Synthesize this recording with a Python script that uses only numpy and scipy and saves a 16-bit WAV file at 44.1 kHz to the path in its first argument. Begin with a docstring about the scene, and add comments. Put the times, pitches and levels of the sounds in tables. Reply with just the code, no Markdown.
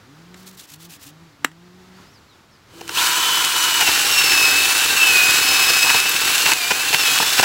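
"""A cordless drill spins an auger through ground fabric into stony soil: shaft-locked tones whose whine sags
under load, filtered clicks for gear rattle and grinding, slip bursts for bites, pulses for stones and clods.
Before it, someone rubs soil off their hands (filtered grit strokes) and claps once (coloured pulses).
Behind: a far two-stroke engine revs (exhaust harmonics), a bird sings (gliding sines), the yard hushes (noise)."""
import sys
import numpy as np
from scipy import signal
from scipy.fft import rfft, irfft
from scipy.io import wavfile
from scipy.ndimage import uniform_filter1d

SR = 44100
rng = np.random.default_rng(int(sys.argv[2]) if len(sys.argv) > 2 else 0)


def store_pcm(level_fs):
    """Save levels as 16-bit WAV."""
    pcm = np.round(np.clip(level_fs, -1, 1) * 32767).astype(np.int16)
    wavfile.write(sys.argv[1], SR, np.atleast_2d(pcm).T)


N = 328104
T = np.arange(N) / SR
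HZ = np.fft.rfftfreq(N, 1 / SR)


def amp(db):
    """Decibels to gain."""
    return 10 ** (np.asarray(db) / 20)


def unit(x):
    """Scales to rms 1."""
    return x / np.sqrt(np.mean(x ** 2) + 1e-20)


def read(points, hz):
    """A spectrum's dB at these frequencies, interpolated on a log axis."""
    point_hz, db = np.transpose(points)
    return np.interp(np.log(hz + 1), np.log(point_hz + 1), db)


def curves(rows):
    """Each column of a timed table, at every sample."""
    time_s, *columns = np.transpose(rows)
    return [np.interp(T, time_s, column) for column in columns]


def add(mix, start_s, sound):
    """Lays a sound into the mix at its start time."""
    part = mix[max(round(start_s * SR), 0):][:len(sound)]
    part += sound[:len(part)]


def ramp(start_s, rise_s):
    """Rises from 0 to 1, starting at start_s."""
    return np.clip((T - start_s) / rise_s, 0, 1)


def lag(x, seconds):
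    """Follows x with this time constant, starting at its first value."""
    r = np.exp(-1 / (seconds * SR))
    return x[0] + signal.lfilter([1 - r], [1, -r], x - x[0])


def wander(rate_hz):
    """Smooth chance of rms 1, up to about this rate."""
    count = N // 32 + 1
    hz = np.fft.rfftfreq(count, T[-1] / count)
    spectrum = rfft(rng.standard_normal(count)) / (1 + (hz / rate_hz) ** 4)
    slow = unit(irfft(spectrum, count))
    return np.interp(T, np.linspace(0, T[-1], count), slow)


def colour(x, db):
    """Minimum-phase filter with this gain shape on the HZ grid; white noise keeps its power."""
    log_gain = np.log(unit(amp(db)))
    mirrored = np.r_[log_gain, log_gain[-2:0:-1]]
    phase = -signal.hilbert(mirrored).imag[:len(HZ)]
    taps = irfft(np.exp(log_gain + 1j * phase))[:4096]
    return signal.oaconvolve(x, taps)[:len(x)]


def resonate(x, hz, width_hz):
    """A resonance of gain 1 that may follow a frequency curve."""
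    turn = np.exp(2j * np.pi * np.cumsum(hz * np.ones(len(x))) / SR)
    r = np.exp(-np.pi * width_hz / SR)
    return 2 * (turn * signal.lfilter([1 - r], [1, -r], x / turn)).real


def hiss_band(hz, width_hz):
    """A narrow band of noise, rms 1, that may follow a frequency curve."""
    noise = rng.standard_normal(N)
    return unit(resonate(resonate(noise, hz, width_hz), hz, width_hz))


def grains(per_s, spread_db):
    """Random clicks of rms 1, most small and a few large."""
    size = amp(spread_db * np.minimum(rng.exponential(1, N), 4))
    sign = rng.choice([-1, 1], N)
    return unit(size * sign * (rng.random(N) < per_s / SR))


def clicks(rows, spectrum, fuzz):
    """Blows (start_s, peak_db, t60_s): a sharp pulse and a short rough tail, in one colour."""
    out, t = np.zeros(N), np.arange(4096) / SR
    for start_s, peak_db, t60_s in rows:
        tail = fuzz * rng.standard_normal(len(t)) * amp(-60 * t / t60_s)
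        add(out, start_s, amp(peak_db) * ((t == 0) + tail))
    pulse = colour(1. * (t == 0), read(spectrum, HZ))
    return colour(out, read(spectrum, HZ)) / abs(pulse).max()


def whistles(rows, blur_rad):
    """Short gliding tones with an unsteady phase."""
    out, jitter = np.zeros(N), blur_rad * wander(250)
    for start_s, length_s, start_hz, end_hz, level_db in rows:
        u = np.linspace(0, 1, int(length_s * SR))
        glide_hz = start_hz + u * (end_hz - start_hz)
        phase = 2 * np.pi * np.cumsum(glide_hz) / SR + jitter[int(start_s * SR):][:len(u)]
        add(out, start_s, amp(level_db) * np.sqrt(2) * np.sin(np.pi * u) * np.sin(phase))
    return out


def scatter(x, wet_db, t60_s):
    """Raised beds and fences throw back a faint, short tail."""
    t = np.arange(SR // 3) / SR
    tail = rng.standard_normal(len(t)) * amp(-60 * t / t60_s) * (t > .006)
    return x + amp(wet_db) * signal.oaconvolve(x, tail / np.linalg.norm(tail))[:N]


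# outdoor hush spectrum: freq_hz, relative_db_per_hz
YARD_SPECTRUM = [(25, -19.5), (45, -12), (65, -6), (105, -0.5), (170, -5.5), (280, -7), (420, -9.5),
                 (620, -14), (850, -11.5), (1350, -10.5), (2500, -17), (4500, -18.5), (7500, -25),
                 (8600, -30.5), (15500, -33.5)]
YARD_DB = -51


def yard():
    """The steady outdoor hush: coloured noise, swelling a little."""
    hush = unit(colour(rng.standard_normal(N), read(YARD_SPECTRUM, HZ)))
    return amp(YARD_DB + 1.3 * wander(4.6)) * hush


# throttle openings: start_s, length_s, target_firing_hz, target_level_db
THROTTLE = [(0.029, 0.53, 193, -47), (0.708, .18, 192, -46), (1.035, .22, 181, -47), (1.39, 0.61, 187, -47)]
# exhaust gain by harmonic frequency: freq_hz, gain_db
EXHAUST_GAIN = [(120, -6), (175, -1.5), (230, -9), (285, 0.5), (325, -12.5), (370, -8.5), (480, -42),
                (700, -21), (900, -24), (1300, -28)]
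IDLE_HZ, IDLE_DB = 104.3, -62  # firing rate and level with the throttle shut
FLYWHEEL_S, EXHAUST_LAG_S = .16, .035  # lags of speed and loudness behind the throttle


def far_engine():
    """Speed and loudness chase the throttle; only the low exhaust harmonics carry across the gardens."""
    aim_hz, push = np.full(N, float(IDLE_HZ)), np.full(N, amp(IDLE_DB))
    for start_s, length_s, target_hz, target_db in THROTTLE:
        is_open = (T > start_s) & (T < start_s + length_s)
        aim_hz[is_open], push[is_open] = target_hz, amp(target_db)
    firing_hz = lag(aim_hz, FLYWHEEL_S)
    turn = 2 * np.pi * np.cumsum(firing_hz * (1 + 0.005 * wander(25))) / SR
    stack = np.zeros(N)
    for k in range(1, 8):
        # moving air fades each harmonic on its own
        gain_db = read(EXHAUST_GAIN, k * firing_hz) + 1.5 * wander(10)
        stack += amp(gain_db) * np.sin(k * turn)
    return np.sqrt(2) * lag(push, EXHAUST_LAG_S) * stack


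# bird notes: start_s, length_s, start_hz, end_hz, level_db (before BIRD_TRIM_DB)
BIRD_NOTES = [(1.229, 0.11, 4300, 4900, -66), (1.649, 0.045, 4470, 4040, -60),
              (1.86, 0.047, 4270, 5460, -64), (1.93, 0.066, 4200, 4980, -54),
              (2.05, 0.078, 4400, 5970, -55), (2.12, .08, 6060, 3900, -51), (2.26, 0.11, 4600, 3200, -53),
              (2.5, 0.087, 5870, 4300, -55)]
BIRD_TRIM_DB = -5


def bird():
    """Each note is one gliding, slightly blurred sine."""
    return amp(BIRD_TRIM_DB) * whistles(BIRD_NOTES, blur_rad=0.75)


# palms slide over each other: start_s, length_s, level_db, hollow_hz
PALM_RUBS = [(.35, 0.11, -51, 4500), (0.456, 0.062, -42.5, 3900), (0.517, 0.049, -54, 4000),
             (0.568, 0.058, -41.5, 3650), (0.619, 0.042, -44, 2880), (0.668, .1, -44, 2700),
             (0.783, .095, -45, 3440), (0.886, .09, -41.5, 2600), (0.992, 0.12, -43, 2810)]
# rub spectrum: freq_hz, relative_db_per_hz
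SKIN_SPECTRUM = [(300, -24), (1500, -9), (2500, -5), (4000, -1.5), (7500, -2), (9000, -5.5), (15500, -6)]
# palms meet: start_s, peak_db, t60_s
PALM_CLAPS = [(.343, -31, 0.027), (1.445, -11.5, 0.018), (1.4473, 6.5, 0.0043), (1.4515, -14, .014),
              (1.516, -40, 0.027)]
# clap spectrum: freq_hz, relative_db_per_hz
CLAP_SPECTRUM = [(100, -37), (280, 0.5), (480, -7), (750, -9.5), (1300, -3), (1950, 3), (2400, -5),
                 (2750, 1.5), (3450, -7), (3850, -2), (4750, -17), (5500, -8), (6100, -17), (7250, -4.5),
                 (8580, -16), (15500, -27.5)]


def hands():
    """Gritty palms hiss unevenly through the hollow between them, then clap."""
    hiss, grit = np.zeros(N), grains(9000, 1.5) * amp(2.2 * wander(70))
    for start_s, length_s, level_db, hollow_hz in PALM_RUBS:
        n = int(length_s * SR)
        swell = np.sin(np.pi * np.arange(n) / n) ** 0.74
        stroke = grit[int(start_s * SR):][:n] * swell
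        add(hiss, start_s, amp(level_db) * (stroke + 0.75 * resonate(stroke, hollow_hz, 450)))
    claps = clicks(PALM_CLAPS, CLAP_SPECTRUM, fuzz=.3)
    return colour(hiss, read(SKIN_SPECTRUM, HZ)) + claps


# drill speed heard as gear whine: time_s, whine_hz, whine_db, octave_db (levels before trims and load)
MOTOR_CURVE = [(2.95, 3021, -29, -46), (2.97, 2936, -54, -49), (3.25, 3057, -25.5, -36),
               (3.82, 2927, -26, -38), (3.87, 2653, -23, -29), (4.07, 2782, -28, -32),
               (4.15, 2735, -21, -22.5), (4.45, 2568, -19, -23.5), (4.96, 2701, -27.5, -47),
               (4.99, 2684, -13.5, -28), (5.18, 2495, -17, -35), (5.48, 2591, -23.5, -25),
               (5.84, 2562, -20, -26), (6.34, 2688, -25.5, -39), (6.39, 2787, -31, -42),
               (6.49, 2685, -22.5, -46), (6.64, 2344, -24, -26), (6.85, 2673, -25, -50),
               (6.99, 2736, -22, -24), (7.1, 2520, -20.5, -32), (7.31, 2730, -36, -27),
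               (7.44, 2660, -20, -28)]
FREE_HZ, LOADED_HZ = 3050, 2540  # whine at no load and at full load


def load():
    """How hard the drill works, read from the sag of its speed: 0 free, 1 at full load."""
    return np.clip((FREE_HZ - curves(MOTOR_CURVE)[0]) / (FREE_HZ - LOADED_HZ), 0, 1)


# the auger meets the ground; the drill is CLEAR_DB quieter before
TOUCH_S, TOUCH_RISE_S, CLEAR_DB = 2.847, 0.14, -27.5


def contact():
    """Gain that swells as the auger meets the ground."""
    return amp(CLEAR_DB * (1 - ramp(TOUCH_S, TOUCH_RISE_S)))


# soil thump spectrum, for clods and jolts: freq_hz, relative_db_per_hz
EARTH_SPECTRUM = [(25, -43), (60, -8), (130, 4), (260, -0.5), (450, 6), (700, -9), (2000, -34), (8000, -62)]
# stones click on the steel: start_s, peak_db
STONE_HITS = [(2.879, -13), (3.4493, 6), (3.8094, 0), (6.0026, 4), (6.095, -3), (6.3814, 2.5), (6.519, 6),
              (6.5353, 10), (7.188, 4), (7.4114, 2)]
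# stone and grit spectrum: freq_hz, relative_db_per_hz
STONE_SPECTRUM = [(100, -41), (700, -12), (2500, 8.5), (5500, 5), (8000, 5), (15000, -5.5)]
# clods land on the fabric: start_s, peak_db
CLOD_HITS = [(5.235, -33), (5.289, -25.5), (5.345, -32), (5.41, -27)]
STONE_T60_S, CLOD_T60_S = .008, 0.036
GRIT_DB, GRIT_LOAD_DB = -40, 3  # level at no load, and what full load adds


def stones():
    """Stones click on the auger, and thrown grit and clods patter on the fabric."""
    hits = clicks([(s, db, STONE_T60_S) for s, db in STONE_HITS], STONE_SPECTRUM, fuzz=0.12)
    clods = clicks([(s, db, CLOD_T60_S) for s, db in CLOD_HITS], EARTH_SPECTRUM, fuzz=.15)
    grit = amp(GRIT_DB + GRIT_LOAD_DB * load()) * colour(grains(120, 1.2), read(STONE_SPECTRUM, HZ))
    return hits + clods + grit * contact() * (T > TOUCH_S)


# steel against stone: start_s, length_s, start_hz, end_hz, level_db
STEEL_SQUEALS = [(2.952, 0.063, 2244, 4150, -21.5), (4.97, 0.17, 3070, 2940, -23),
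                 (6.09, 0.01, 12300, 12100, -16.5)]


def squeals():
    """The steel squeals briefly against a stone: gliding, blurred sines."""
    return whistles(STEEL_SQUEALS, blur_rad=0.57)


# the flight catches on stones and fabric: start_s, length_s, scrape_db, thud_db
FLIGHT_BITES = [(2.809, .008, -31, -34), (2.891, 0.0054, -21, -31), (3.798, 0.036, -17.5, -24),
                (3.87, 0.032, -21, -24), (3.95, 0.042, -23, -43), (4.204, 0.026, -20.5, -40),
                (4.258, 0.023, -23, -38), (4.313, .029, -17, -35), (5.84, 0.04, -31, -25.5),
                (5.891, .021, -14.5, -21.5), (5.94, .015, -15, -19.5), (6.051, .02, -17.5, -28.5),
                (6.457, 0.0099, -12, -23), (6.47, 0.037, -19.5, -23), (6.516, .022, -9, -16),
                (6.704, .02, -8, -14), (6.928, .007, -11, -19.5), (6.936, .014, -7.5, -16.5),
                (7.2, 0.0057, -21, -13), (7.219, 0.017, -14.5, -21), (7.379, .021, -16.5, -27),
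                (7.394, 0.0072, -6.5, -11.5), (7.425, .021, -10.5, -17)]
# scrape spectrum: freq_hz, relative_db_per_hz
SCRAPE_SPECTRUM = [(30, -35), (80, -20), (400, -8.5), (600, -19), (1500, 5.5), (2200, 0), (2750, 6),
                   (3400, -7), (5300, -3.5), (7500, -12), (9000, -18), (15000, -16)]
HOLE_HZ, HOLE_WIDTH_HZ = 918, 410  # ring of the hole
JOLT_DB, JOLT_T60_S = -6.5, 0.069  # jolt peak re the thud, and decay


def bites():
    """Each catch is a burst of slips that scrapes the steel, thumps the hole and jolts the ground."""
    scrape, thud, slips = np.zeros(N), np.zeros(N), grains(3500, 1.9)
    jolts = []
    for start_s, length_s, scrape_db, thud_db in FLIGHT_BITES:
        n = int(length_s * SR)
        slip = unit(slips[int(start_s * SR) - n:][:n]) * signal.windows.tukey(n, .4)
        burst = np.pad(slip, (0, 1024))  # room for the ring
        ring = resonate(resonate(burst, HOLE_HZ, HOLE_WIDTH_HZ), HOLE_HZ, HOLE_WIDTH_HZ)
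        add(scrape, start_s, amp(scrape_db) * burst)
        add(thud, start_s, amp(thud_db) * ring * np.std(burst) / np.std(ring))
        jolts.append((start_s + length_s / 2, thud_db + JOLT_DB, JOLT_T60_S))
    return colour(scrape, read(SCRAPE_SPECTRUM, HZ)) + thud + clicks(jolts, EARTH_SPECTRUM, fuzz=0.088)


SLOTS = 9  # whine cycles per shaft turn
GEAR_RATIO = 19  # shaft turns per auger turn
FADE_IN_S, FADE_IN_RISE_S = 2.682, .11  # the drill, its shaft already at speed, fades in
DIG_S, DIG_RISE_S = 3.78, 0.12  # flight breaks through the fabric and digs in
# with slack gears, each auger turn swings the speed (share) and, in the soil, the whine level
SLACK_WOBBLE, SLACK_FLUTTER_DB = 0.0097, 4.5


def whine(mesh, shaft, auger, effort, digging):
    """Gear mesh tone and its octave, roughened by backlash."""
    _, whine_db, octave_db = curves(MOTOR_CURVE)
    once_per_turn = 1 + 0.15 * np.sin(shaft)
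    tone = amp(whine_db + 0.73) * np.sin(mesh) * amp(1.9 * wander(83.0)) * once_per_turn
    octave = np.sin(2 * mesh + 0.32 * wander(90)) * amp(2.0 * wander(120.4))
    tone += amp(octave_db + 0.3) * octave
    return tone * amp(SLACK_FLUTTER_DB * digging * np.sqrt(1 - effort) * (auger - 0.9))


# shaft and gear tones: shaft_multiple, free_db, digging_db (both re the gear rattle)
SHAFT_TONES = [(2.704, -47, -23), (9.8, -28, -25), (11.65, -33, -36), (13.02, -35, -29), (15.74, -28, -24),
               (21, -31, -29), (24.6, -20, -30), (27.4, -20, -33), (30.1, -33, -38), (36.4, -31, -44)]
# gear tones that sing out for a while: start_s, length_s, shaft_multiple, level_db
SINGING_GEARS = [(3.104, 0.49, 10, -29.5), (4.545, 0.39, 31, -31), (4.75, .8, 5.25, -29.5),
                 (4.949, .3, 27, -39), (6.85, 0.6, 11.65, -27.5)]


def gear_tones(shaft, rattle_db, digging):
    """Sines locked to multiples of the shaft rate, each wavering in level and phase."""
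    tones = np.zeros(N)
    for k, free_db, dig_db in SHAFT_TONES:
        level_db = rattle_db + free_db + (dig_db - free_db) * digging + 2.35 * wander(5.9)
        tones += amp(level_db) * np.sin(k * shaft + 0.86 * wander(60))
    for start_s, length_s, k, level_db in SINGING_GEARS:
        swell = np.sqrt(np.maximum(1 - (2 * (T - start_s) / length_s - 1) ** 2, 0))
        tones += amp(level_db) * swell * np.sin(k * shaft + 0.42 * wander(38))
    return tones


# gear rattle spectrum: freq_hz, relative_db_per_hz
RATTLE_SPECTRUM = [(40, -58), (900, -25.5), (1800, -10.5), (2400, 1.5), (3300, -1), (5000, -1.5),
                   (7900, -5), (8300, -5.5), (11000, -8.5), (15800, -6)]
# case resonances: freq_hz, width_hz, gain_db
CASE_RESONANCES = [(2490, 770, 3), (2960, 250, 5.5), (3776, 340, 6), (4330, 240, 6.5), (5080, 250, 2),
                   (6150, 640, 3.5), (7200, 540, 5), (7860, 150, 9), (9460, 460, 3), (11100, 710, 3.5)]
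RATTLE_DB, RATTLE_LOAD_DB = -19.5, 3  # level at no load, and what full load adds
CHATTER_DB, GROWL_ORDER = -30, 2.96  # slack-gear chatter, and its growl as a shaft multiple


def gear_noise(whine_hz, shaft_hz, shaft, rattle_db, digging):
    """Tooth clicks ring the case; slack gears chatter and growl until the auger digs in."""
    case_db = read(RATTLE_SPECTRUM, HZ)
    for hz, width_hz, gain_db in CASE_RESONANCES:
        case_db = case_db + gain_db / (1 + (2 * (HZ - hz) / width_hz) ** 2)
    rattle = unit(colour(grains(9000, 0.59) * (1 + 0.16 * np.sin(shaft)), case_db))
    # while digging, tooth noise gathers round the upper multiples of the whine
    teeth = sum(amp(db) * hiss_band(k * whine_hz, 210) for k, db in [(2, -27), (3, -21.5), (4, -20.0)])
    chatter = hiss_band(GROWL_ORDER * shaft_hz, 160) + amp(-4.5) * hiss_band(whine_hz, 140)
    for hz, db in [(1380, 0.5), (4150, -15), (5150, -7), (6000, -12)]:
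        chatter += amp(db) * hiss_band(hz, 330)
    return amp(rattle_db) * (rattle + digging * teeth) + amp(CHATTER_DB) * (1 - digging) * chatter


# grind spectrum: freq_hz, relative_db_per_hz
GRIND_SPECTRUM = [(40, -60), (500, -19.5), (620, -11), (780, -6.5), (1080, -1), (1230, -2), (1550, 3),
                  (2000, -2.5), (2800, -26), (6000, -35.5)]
GRIND_DB, GRIND_LOAD_DB = -28, 4  # level at no load, and what full load adds


def soil_grind(effort):
    """The flight grinds in the soil: dense coloured clicks, louder under load."""
    grind = unit(colour(grains(3500, 2.56), read(GRIND_SPECTRUM, HZ)))
    return amp(GRIND_DB + GRIND_LOAD_DB * effort) * grind


# rumble spectrum: freq_hz, relative_db_per_hz
RUMBLE_SPECTRUM = [(20, -37), (40, -15), (65, -3), (110, -6), (220, -5.5), (370, 3.5), (480, 2),
                   (600, -7.5), (1000, -10), (3000, -72)]
RUMBLE_DB, RUMBLE_LOAD_DB = -42, 5.5  # level at no load, and what full load adds
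CLEAR_RUMBLE_DB = -3.5  # drop before the auger meets the ground


def soil_rumble(effort):
    """The soil rumbles: uneven clicks coloured low, louder under load."""
    rumble = unit(colour(grains(1200, 6.5), read(RUMBLE_SPECTRUM, HZ)))
    clear = amp(CLEAR_RUMBLE_DB * (1 - ramp(TOUCH_S, TOUCH_RISE_S)))
    return clear * amp(RUMBLE_DB + RUMBLE_LOAD_DB * effort) * rumble


# motor unbalance: shaft_multiple, level_db
UNBALANCE = [(.5, -55.5), (1, -47.5)]


def motor_hum(shaft):
    """The motor's unbalance hums at low multiples of the shaft rate."""
    return sum(amp(db + 2.1 * wander(15)) * np.sin(k * shaft) for k, db in UNBALANCE)


def drill():
    """Motor tones on one wavering shaft, gear rattle in the case, and the flight grinding in the soil."""
    whine_hz = curves(MOTOR_CURVE)[0]
    effort, digging = load(), ramp(DIG_S, DIG_RISE_S)
    rattle_db = RATTLE_DB + RATTLE_LOAD_DB * effort
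    shaft_hz = uniform_filter1d(whine_hz, size=2200) / SLOTS * (1 + 0.00278 * wander(43.2))
    auger = np.sin(2 * np.pi * np.cumsum(shaft_hz) / SR / GEAR_RATIO)
    shaft_hz = shaft_hz * (1 + SLACK_WOBBLE * (1 - effort) * auger)
    shaft = 2 * np.pi * np.cumsum(shaft_hz) / SR
    # load rises once per auger turn
    throb = amp(0.45 * auger + 0.79 * wander(48))
    # backlash shakes the mesh phase and lays a rough skirt round the whine
    mesh = SLOTS * shaft + .18 * wander(200)
    tones = whine(mesh, shaft, auger, effort, digging) + gear_tones(shaft, rattle_db, digging)
    noise = gear_noise(whine_hz, shaft_hz, shaft, rattle_db, digging) + soil_grind(effort)
    boring = contact() * throb * (np.sqrt(2) * tones + noise)
    running = ramp(FADE_IN_S, FADE_IN_RISE_S)
    return running * (boring + np.sqrt(2) * motor_hum(shaft) + soil_rumble(effort))


def scene():
    """Near sounds share a short tail; all sources sum to one signal on two equal channels."""
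    digging = stones() + squeals() + bites() + drill()
    near = scatter(hands() + digging, wet_db=-19.0, t60_s=0.11)
    return np.tile(yard() + far_engine() + bird() + near, (2, 1))


CEILING_DB, RECOVERY_DB_PER_S, ATTACK_S = 2, 10.5, 0.0012
EDGE_HZ = 15880  # band limit


def record(dry):
    """A limiter ducks quickly on peaks over its ceiling and recovers slowly; then clip and low-pass."""
    over_db = np.maximum(20 * np.log10(abs(dry).max(0) + 1e-9) - CEILING_DB, 0)
    recovery_db = RECOVERY_DB_PER_S * T
    duck_db = np.maximum.accumulate(over_db + recovery_db) - recovery_db
    limited = np.clip(dry * amp(-lag(duck_db, ATTACK_S)), -1, 1)
    low_pass = signal.firwin(511, EDGE_HZ, window=("kaiser", 9), fs=SR)
    return signal.oaconvolve(limited, low_pass[None], "same")


dry = scene()
out = record(dry)
store_pcm(out)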